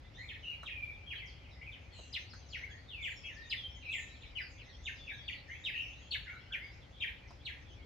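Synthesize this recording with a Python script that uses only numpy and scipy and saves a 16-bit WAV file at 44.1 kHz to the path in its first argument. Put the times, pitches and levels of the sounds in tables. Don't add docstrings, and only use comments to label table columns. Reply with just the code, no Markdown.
import sys
import numpy as np
from scipy import signal
from scipy.fft import rfft, irfft
from scipy.io import wavfile
from scipy.ndimage import map_coordinates

SR = 44100
rng = np.random.default_rng(int(sys.argv[2]) if len(sys.argv) > 2 else 0)


def generate_wav(signal):
    frames = np.transpose(np.atleast_2d(signal))
    scaled = np.clip(frames, -1, 1) * 32767
    pcm = np.round(scaled).astype(np.int16)
    wavfile.write(sys.argv[1], SR, pcm)


N = 346185
TIME = np.arange(N) / SR


def from_db(db):
    return 10 ** (np.asarray(db) / 20)


def rms_one(x):
    return x / np.sqrt(np.mean(x ** 2) + 1e-20)


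def at_hz(points, hz):
    f, value = np.transpose(points)
    return np.interp(np.log(hz + 1), np.log(f), value)


def level_over_time(points):
    return from_db(np.interp(TIME, *np.transpose(points)))


def add(track, s, sound):
    i = int(np.clip(s * SR, 0, N - 1))
    track[..., i:i + sound.shape[-1]] += sound[..., :N - i]


def wander(count, per_s):
    knots = rng.standard_normal(256)
    return map_coordinates(knots, [np.arange(count) * per_s / SR], order=3, mode="wrap")


def spread(mid, side, alike):
    alike = np.clip(alike, -1, 1)
    return np.sqrt(1 + alike) * mid + np.sqrt(1 - alike) * side * [[1], [-1]]


def stereo_noise(spectrum):
    # (frequency [Hz], likeness [-1 to 1])
    likeness = [(60, 0.96), (150, 0.84), (300, 0.71), (600, 0.23), (1200, 0), (3000, 0.5), (10000, 0)]
    hz = np.arange(N // 2 + 1) * SR / N
    mid, side = rfft(rng.standard_normal((2, N)))
    above = np.maximum(hz / spectrum[-1][0], 1)
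    gain = from_db(at_hz(spectrum, hz)) / above ** 2
    return rms_one(irfft(gain * spread(mid, side, at_hz(likeness, hz)), N))


def note(length, pitches, crest, waver, waver_per_s, overtone_db, hold=0):
    count = int(max(length, .01) * SR)
    u = np.arange(count) / count
    glide = np.interp(u, [np.clip(hold, 0, .9), 1], [0, 1])
    bend = np.polyfit([0, .5, 1], np.log(pitches), 2)
    hz = np.exp(np.polyval(bend, glide))
    hz = hz * (1 + waver * wander(count, waver_per_s))
    phase = 2 * np.pi * np.cumsum(hz) / SR
    rise_and_fall = np.interp(u, [0, np.clip(crest, .05, .95), 1], [0, .5, 1])
    swell = np.sin(np.pi * rise_and_fall) ** .8
    return np.sqrt(2) * swell * (np.sin(phase) + from_db(overtone_db) * np.sin(2 * phase))


def slur(start_hz, end_hz, early):
    return np.array([start_hz, start_hz * (end_hz / start_hz) ** early, end_hz])


def decay(t, delay, t60):
    power = (t >= delay) * from_db(-60 * np.abs(t - delay) / t60) ** 2
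    return power / power.sum()


def scatter(fade_db, alike):
    mid, side = rng.standard_normal((2, len(fade_db)))
    return from_db(fade_db) * spread(mid, side, alike) / np.sqrt(2)


def screening(db):
    near_db = -32.5
    return 0.5 * np.clip(near_db - db, 0, 14)


def garden(sound, direct_db, leaves_db, trees_db, tail_db, pan_db):
    t = np.arange(SR // 2) / SR
    power = from_db(leaves_db) ** 2 * decay(t, delay=0.00075, t60=0.13)
    power += from_db(trees_db) ** 2 * decay(t, delay=0.029, t60=0.38)
    power += from_db(tail_db) ** 2 * decay(t, delay=0.029, t60=0.8)
    paths = scatter(10 * np.log10(power + 1e-20), alike=0.28)
    paths[:, 0] += from_db(direct_db)
    heard = signal.fftconvolve(sound[None], paths, axes=1)
    heard *= np.linalg.norm(sound) * np.linalg.norm(paths) / np.linalg.norm(heard)
    return heard * from_db([[pan_db / 2], [-pan_db / 2]])


def distant_rumble():
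    # (frequency [Hz], relative level [dB per Hz])
    spectrum = [(13, -45), (22, -35.5), (44, -2.5), (66, 3), (106, -2.5), (213, -18), (266, -15),
                (338, -20), (491, -20.5), (544, -17), (635, -23), (820, -21.5), (989, -26), (1300, -32.5),
                (1690, -46.5), (2860, -120)]
    return from_db(-54) * stereo_noise(spectrum) * from_db([[1.2], [-1.2]])


def still_air():
    # (frequency [Hz], relative level [dB per Hz])
    spectrum = [(900, -12), (1300, -3), (2500, -4), (5000, -11), (7000, -21), (9000, -35), (11500, -30),
                (16000, -46)]
    return from_db(-67.0) * stereo_noise(spectrum)


def low_rustle():
    # (frequency [Hz], relative level [dB per Hz])
    spectrum = [(60, -17.5), (130, -10.5), (280, 1), (500, -6.5), (1000, -32.5)]
    return level_over_time([(7.1, -95), (7.8, -65)]) * stereo_noise(spectrum)


def sheen(calls):
    # (frequency [Hz], relative level [dB per Hz])
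    spectrum = [(4000, -28.5), (7000, 2.5), (9000, -24.5), (11000, 8), (15500, -5)]
    fade_s = 0.016
    r = np.exp(-1 / (fade_s * SR))
    call_power = np.mean(calls ** 2, axis=0) + 1e-18
    loudness = np.sqrt(signal.lfilter([1 - r], [1, -r], call_power))
    return from_db(-37) * loudness * stereo_noise(spectrum)


def far_flock(low_hz, high_hz, glide, count):
    out = np.zeros(N)
    for k, (when, span, height, loud, bend, fall) in enumerate(rng.random((count, 6))):
        hz = low_hz * (high_hz / low_hz) ** height
        pitches = hz * np.exp(glide * np.array([bend - .5, 0, fall - .5]))
        length = 0.0296 + 0.065 * span
        call = note(length, pitches, crest=0.56, waver=0.0367, waver_per_s=500, overtone_db=-45.0)
        add(out, (k + when - 1) / count * N / SR, (.5 + loud) * call)
    echoes = scatter(-60 * TIME[:SR // 2] / 0.18, alike=0.31)
    return rms_one(signal.fftconvolve(out[None], echoes, axes=1)[:, :N])


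def far_chatter():
    # (time [s], level [dB])
    levels = [(0.0, -70), (0.5, -64), (1.5, -65), (3.0, -71.5), (4.2, -61), (4.7, -61), (5.6, -63.5),
              (6.6, -67), (7.0, -63.5), (7.85, -66.5)]
    return level_over_time(levels) * far_flock(low_hz=1918, high_hz=4036, glide=0.45, count=260)


def far_twitter():
    # (time [s], level [dB])
    levels = [(0.0, -111), (0.4, -79.5), (1.92, -85), (2.19, -65), (3.0, -74.5), (3.15, -69), (6.16, -75),
              (7.26, -82.5), (7.85, -73)]
    return level_over_time(levels) * far_flock(low_hz=3950, high_hz=6950, glide=0.22, count=220)


def ticks():
    # (time [s], level before the garden's paths [dB], body pitch [Hz])
    tick_list = [(0.632, -57.5, 1320), (1.99, -63, 700), (2.336, -62, 1550), (7.307, -63, 870)]
    out, t = np.zeros((2, N)), np.arange(SR // 20) / SR
    bright = signal.butter(2, [2500, 7500], "band", fs=SR, output="sos")
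    for s, db, hz in tick_list:
        knock = np.sin(2 * np.pi * hz * t) * from_db(-60 * t / 0.0061)
        snap = signal.sosfilt(bright, rng.standard_normal(len(t))) * from_db(-60 * t / 0.001)
        tick = from_db(db) * (knock + from_db(-6) * snap)
        add(out, s, garden(tick, direct_db=19.5, leaves_db=26.0, trees_db=-5, tail_db=-9, pan_db=-1))
    return out


def small_birds():
    # (time [s], length [s], start pitch [Hz], end pitch [Hz], level before the garden's paths [dB])
    thin_notes = [(0.113, 0.15, 4880, 7550, -67), (0.433, 0.08, 6570, 5750, -67),
                  (1.253, 0.066, 6600, 4170, -55), (1.494, 0.078, 5760, 4770, -62),
                  (1.914, 0.1, 4440, 3970, -53.5), (1.919, 0.21, 7520, 5880, -63),
                  (1.924, 0.24, 8150, 7100, -68), (2.294, 0.052, 5910, 4170, -50),
                  (2.479, 0.092, 6170, 3570, -52), (2.696, 0.046, 6300, 6420, -62.5),
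                  (3.007, 0.054, 6430, 7870, -59), (3.092, 0.076, 7070, 6700, -58.5),
                  (3.157, 0.045, 5360, 5430, -51.5), (3.343, 0.047, 6660, 4380, -56.5),
                  (3.911, 0.13, 7840, 6690, -51), (4.078, 0.056, 4000, 3820, -54.5),
                  (4.397, 0.066, 5380, 4590, -49.5), (4.672, 0.099, 4150, 4460, -62.5),
                  (4.682, 0.047, 6220, 5350, -64), (4.829, 0.08, 7150, 6120, -57.5),
                  (4.943, 0.078, 5900, 4360, -58.5), (5.199, 0.22, 4810, 4320, -57),
                  (5.476, 0.037, 7100, 6100, -66.5), (5.498, 0.086, 6080, 6320, -64),
                  (5.627, 0.13, 5370, 4680, -62), (5.808, 0.062, 5700, 5560, -59.5),
                  (5.86, 0.064, 6150, 6500, -66.5), (5.96, 0.11, 6000, 6800, -64),
                  (6.238, 0.024, 6880, 6660, -68), (6.394, 0.046, 4880, 5470, -66),
                  (6.608, 0.11, 5010, 4670, -60), (6.7, 0.057, 4620, 5740, -61.5),
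                  (7.27, 0.044, 6420, 4750, -59)]
    out = np.zeros((2, N))
    for s, length, start_hz, end_hz, db in thin_notes:
        pitches = slur(start_hz, end_hz, early=0.72)
        tone = note(length, pitches, crest=0.35, waver=0.026, waver_per_s=790, overtone_db=-44.0)
        call = from_db(db) * tone
        add(out, s, garden(call, direct_db=-13, leaves_db=-8, trees_db=-9.0, tail_db=-15.5, pan_db=1.5))
    return out


def warbler():
    # (time [s], length [s], start pitch [Hz], end pitch [Hz],
    # level before the garden's paths [dB], burr [share of pitch])
    whistles = [(0.138, 0.071, 3270, 4000, -58, 0.02), (0.188, 0.056, 4160, 4130, -58, 0.015),
                (0.172, 0.11, 1753, 2333, -50, 0.052), (0.425, 0.079, 3030, 2698, -46.5, 0.048),
                (0.465, 0.064, 2858, 2854, -42, 0.014), (0.507, 0.057, 2625, 2370, -51, 0.049),
                (0.703, 0.04, 2670, 2453, -44, 0.013), (0.744, 0.071, 2510, 2393, -46, 0.015),
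                (0.818, 0.032, 2396, 2363, -39, 0.0055), (0.873, 0.051, 2416, 2324, -47, 0.017),
                (1.059, 0.063, 3236, 3256, -49, 0.017), (1.146, 0.041, 3224, 3180, -45.5, 0.031),
                (1.174, 0.09, 3250, 2006, -49, 0.019), (1.608, 0.029, 2060, 2250, -48, 0.035),
                (1.61, 0.029, 2790, 2920, -62, .04), (1.657, 0.057, 2794, 2305, -49, 0.039),
                (1.896, 0.21, 3500, 2710, -61, 0.06), (2.617, 0.036, 1813, 2240, -43.5, 0.0084),
                (2.679, 0.13, 1546, 1914, -59, 0.039), (2.698, 0.047, 3380, 3282, -57.5, .012),
                (2.876, 0.066, 3830, 3340, -53, 0.034), (2.893, 0.19, 3400, 2150, -47, 0.0063),
                (3.227, 0.051, 3185, 3244, -49, 0.031), (3.228, 0.094, 2312, 2744, -47.5, 0.067),
                (3.264, 0.079, 3200, 1733, -52.5, 0.024), (3.352, 0.087, 1700, 1880, -51.5, 0.0048),
                (3.414, 0.087, 3640, 3720, -60.5, 0.02), (3.559, 0.063, 3740, 3240, -45.5, 0.013),
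                (3.627, 0.064, 3180, 3130, -44.5, 0.0016), (3.842, 0.064, 2890, 2335, -45.5, 0.016),
                (3.883, 0.043, 2420, 2670, -40, 0.027), (3.924, 0.0444, 2600, 1993, -43, 0.013),
                (3.972, 0.039, 1880, 1796, -47, 0.0055), (4.973, 0.13, 3584, 3420, -57.5, 0.015),
                (5.062, 0.0674, 2820, 2260, -44.5, 0.051), (5.077, 0.091, 3430, 3684, -53.5, 0.022),
                (5.099, 0.054, 1954, 1634, -50, 0.049), (5.152, 0.095, 3610, 3270, -57.5, 0.021),
                (5.479, 0.095, 1750, 2326, -47.5, 0.071), (5.486, 0.13, 2750, 3310, -61.5, 0.032),
                (5.725, 0.12, 2718, 2810, -40, 0.048), (5.731, 0.037, 2020, 1824, -47.5, 0.019),
                (5.813, 0.073, 2550, 2356, -52.5, 0.051), (6, 0.15, 3000, 3370, -67, 0.03),
                (6.246, 0.11, 2900, 2670, -64, 0.035), (6.255, 0.048, 1740, 1980, -49, 0.049),
                (6.258, 0.056, 1544, 1478, -56.5, 0.032), (6.286, 0.032, 2090, 2245, -45.5, 0.03),
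                (6.303, 0.067, 1773, 1360, -54.5, 0.042), (6.489, 0.09, 1370, 1714, -54, 0.046),
                (6.59, 0.084, 1767, 2250, -48.5, 0.0038)]
    out = np.zeros((2, N))
    for s, length, start_hz, end_hz, db, burr in whistles:
        pitches = slur(start_hz, end_hz, early=0.8)
        tone = note(length, pitches, crest=0.37, waver=burr, waver_per_s=400, overtone_db=-48.5)
        call = from_db(db) * tone
        direct_db = 0.0 - screening(db)
        add(out, s, garden(call, direct_db, leaves_db=0.5, trees_db=-9, tail_db=-8, pan_db=1.0))
    return out


def flicks():
    # (time [s], start pitch [Hz], end pitch [Hz], level before the garden's paths [dB])
    flick_list = [(2.125, 4930, 2560, -44), (3.495, 4890, 2450, -42), (6.107, 4440, 2530, -35.5),
                  (7, 3643, 2230, -39.5)]
    length = 0.02
    out = np.zeros((2, N))
    for s, start_hz, end_hz, db in flick_list:
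        pitches = slur(start_hz, end_hz, early=0.75)
        tone = note(length, pitches, crest=0.57, waver=0.011, waver_per_s=200, overtone_db=-34, hold=0.38)
        call = from_db(db) * tone
        add(out, s, garden(call, direct_db=-11, leaves_db=0, trees_db=-5.5, tail_db=-22.0, pan_db=2.0))
    return out


def near_bird():
    # (time [s], length [s], start pitch [Hz], middle pitch [Hz], end pitch [Hz],
    # level before droop and the garden's paths [dB], wall echo against the chip before dulling [dB])
    chips = [(0.280, 0.047, 3600, 2260, 1600, -42.5, -2), (0.654, 0.046, 3656, 2410, 1745, -40, -4),
             (1.096, 0.052, 2930, 2185, 1410, -40, -10), (1.436, 0.049, 3090, 2405, 1830, -57.5, -3),
             (1.713, 0.057, 3550, 2600, 1540, -49.5, -15), (2.135, 0.046, 4236, 2452, 1620, -35.5, -17),
             (2.523, 0.053, 3350, 2200, 1380, -39, -7.5), (3.021, 0.071, 3505, 2406, 1520, -37, -4),
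             (3.505, 0.043, 4150, 2320, 1743, -33, -22), (3.813, 0.038, 2955, 2370, 1850, -51, -19),
             (3.917, 0.057, 3650, 2350, 1920, -37, -4), (4.21, 0.049, 3950, 2500, 1745, -51, -23),
             (4.35, 0.071, 3070, 2267, 1320, -37, -14), (4.577, 0.063, 3350, 2400, 1700, -52.5, -17),
             (4.851, 0.05, 3590, 2240, 1500, -37, -10), (5.275, 0.032, 3576, 2346, 1840, -36.5, -2.5),
             (5.637, 0.071, 3790, 2537, 1636, -35, -9.5), (6.119, 0.043, 4000, 2645, 1265, -34, -28),
             (6.519, 0.05, 3350, 2250, 1510, -35, -24), (7.014, 0.042, 3450, 2177, 1570, -33.5, -4.5),
             (7.448, 0.059, 4160, 2244, 1585, -39, -8.5)]
    crest, hold = 0.5, .15
    droop_db = 5
    wall_echo_s, wall_dull_hz = .044, 3160
    out = np.zeros((2, N))
    wall = signal.butter(2, wall_dull_hz, fs=SR, output="sos")
    for s, length, start_hz, middle_hz, end_hz, db, echo_db in chips:
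        pitches = np.array([start_hz, middle_hz, end_hz])
        first = note(length, pitches, crest, waver=0.026, waver_per_s=456, overtone_db=-30.5, hold=hold)
        lagging = pitches * [.97, 1.2, 1.2]
        second = note(length, lagging, crest, waver=0.05, waver_per_s=900, overtone_db=-37.5, hold=hold)
        push_db = droop_db * np.linspace(0.4, -0.6, len(first))
        chip = from_db(db + push_db) * (first + from_db(-11) * second)
        direct_db = -6 - screening(db)
        heard = garden(chip, direct_db, leaves_db=-2.0, trees_db=-11.0, tail_db=-20.0, pan_db=0.8)
        add(out, s, heard)
        echo = signal.sosfilt(wall, heard[::-1])
        add(out, s + wall_echo_s, from_db(echo_db) * echo)
    return out


def scene():
    background = distant_rumble() + still_air() + low_rustle()
    far_birds = far_chatter() + far_twitter()
    calls = small_birds() + warbler() + flicks() + near_bird()
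    return background + far_birds + ticks() + sheen(calls) + calls


def record(dry):
    cutoff_hz = 15800
    steep = signal.ellip(10, .1, 80, cutoff_hz, fs=SR, output="sos")
    return signal.sosfilt(steep, dry, axis=-1)


dry = scene()
out = record(dry)
generate_wav(out)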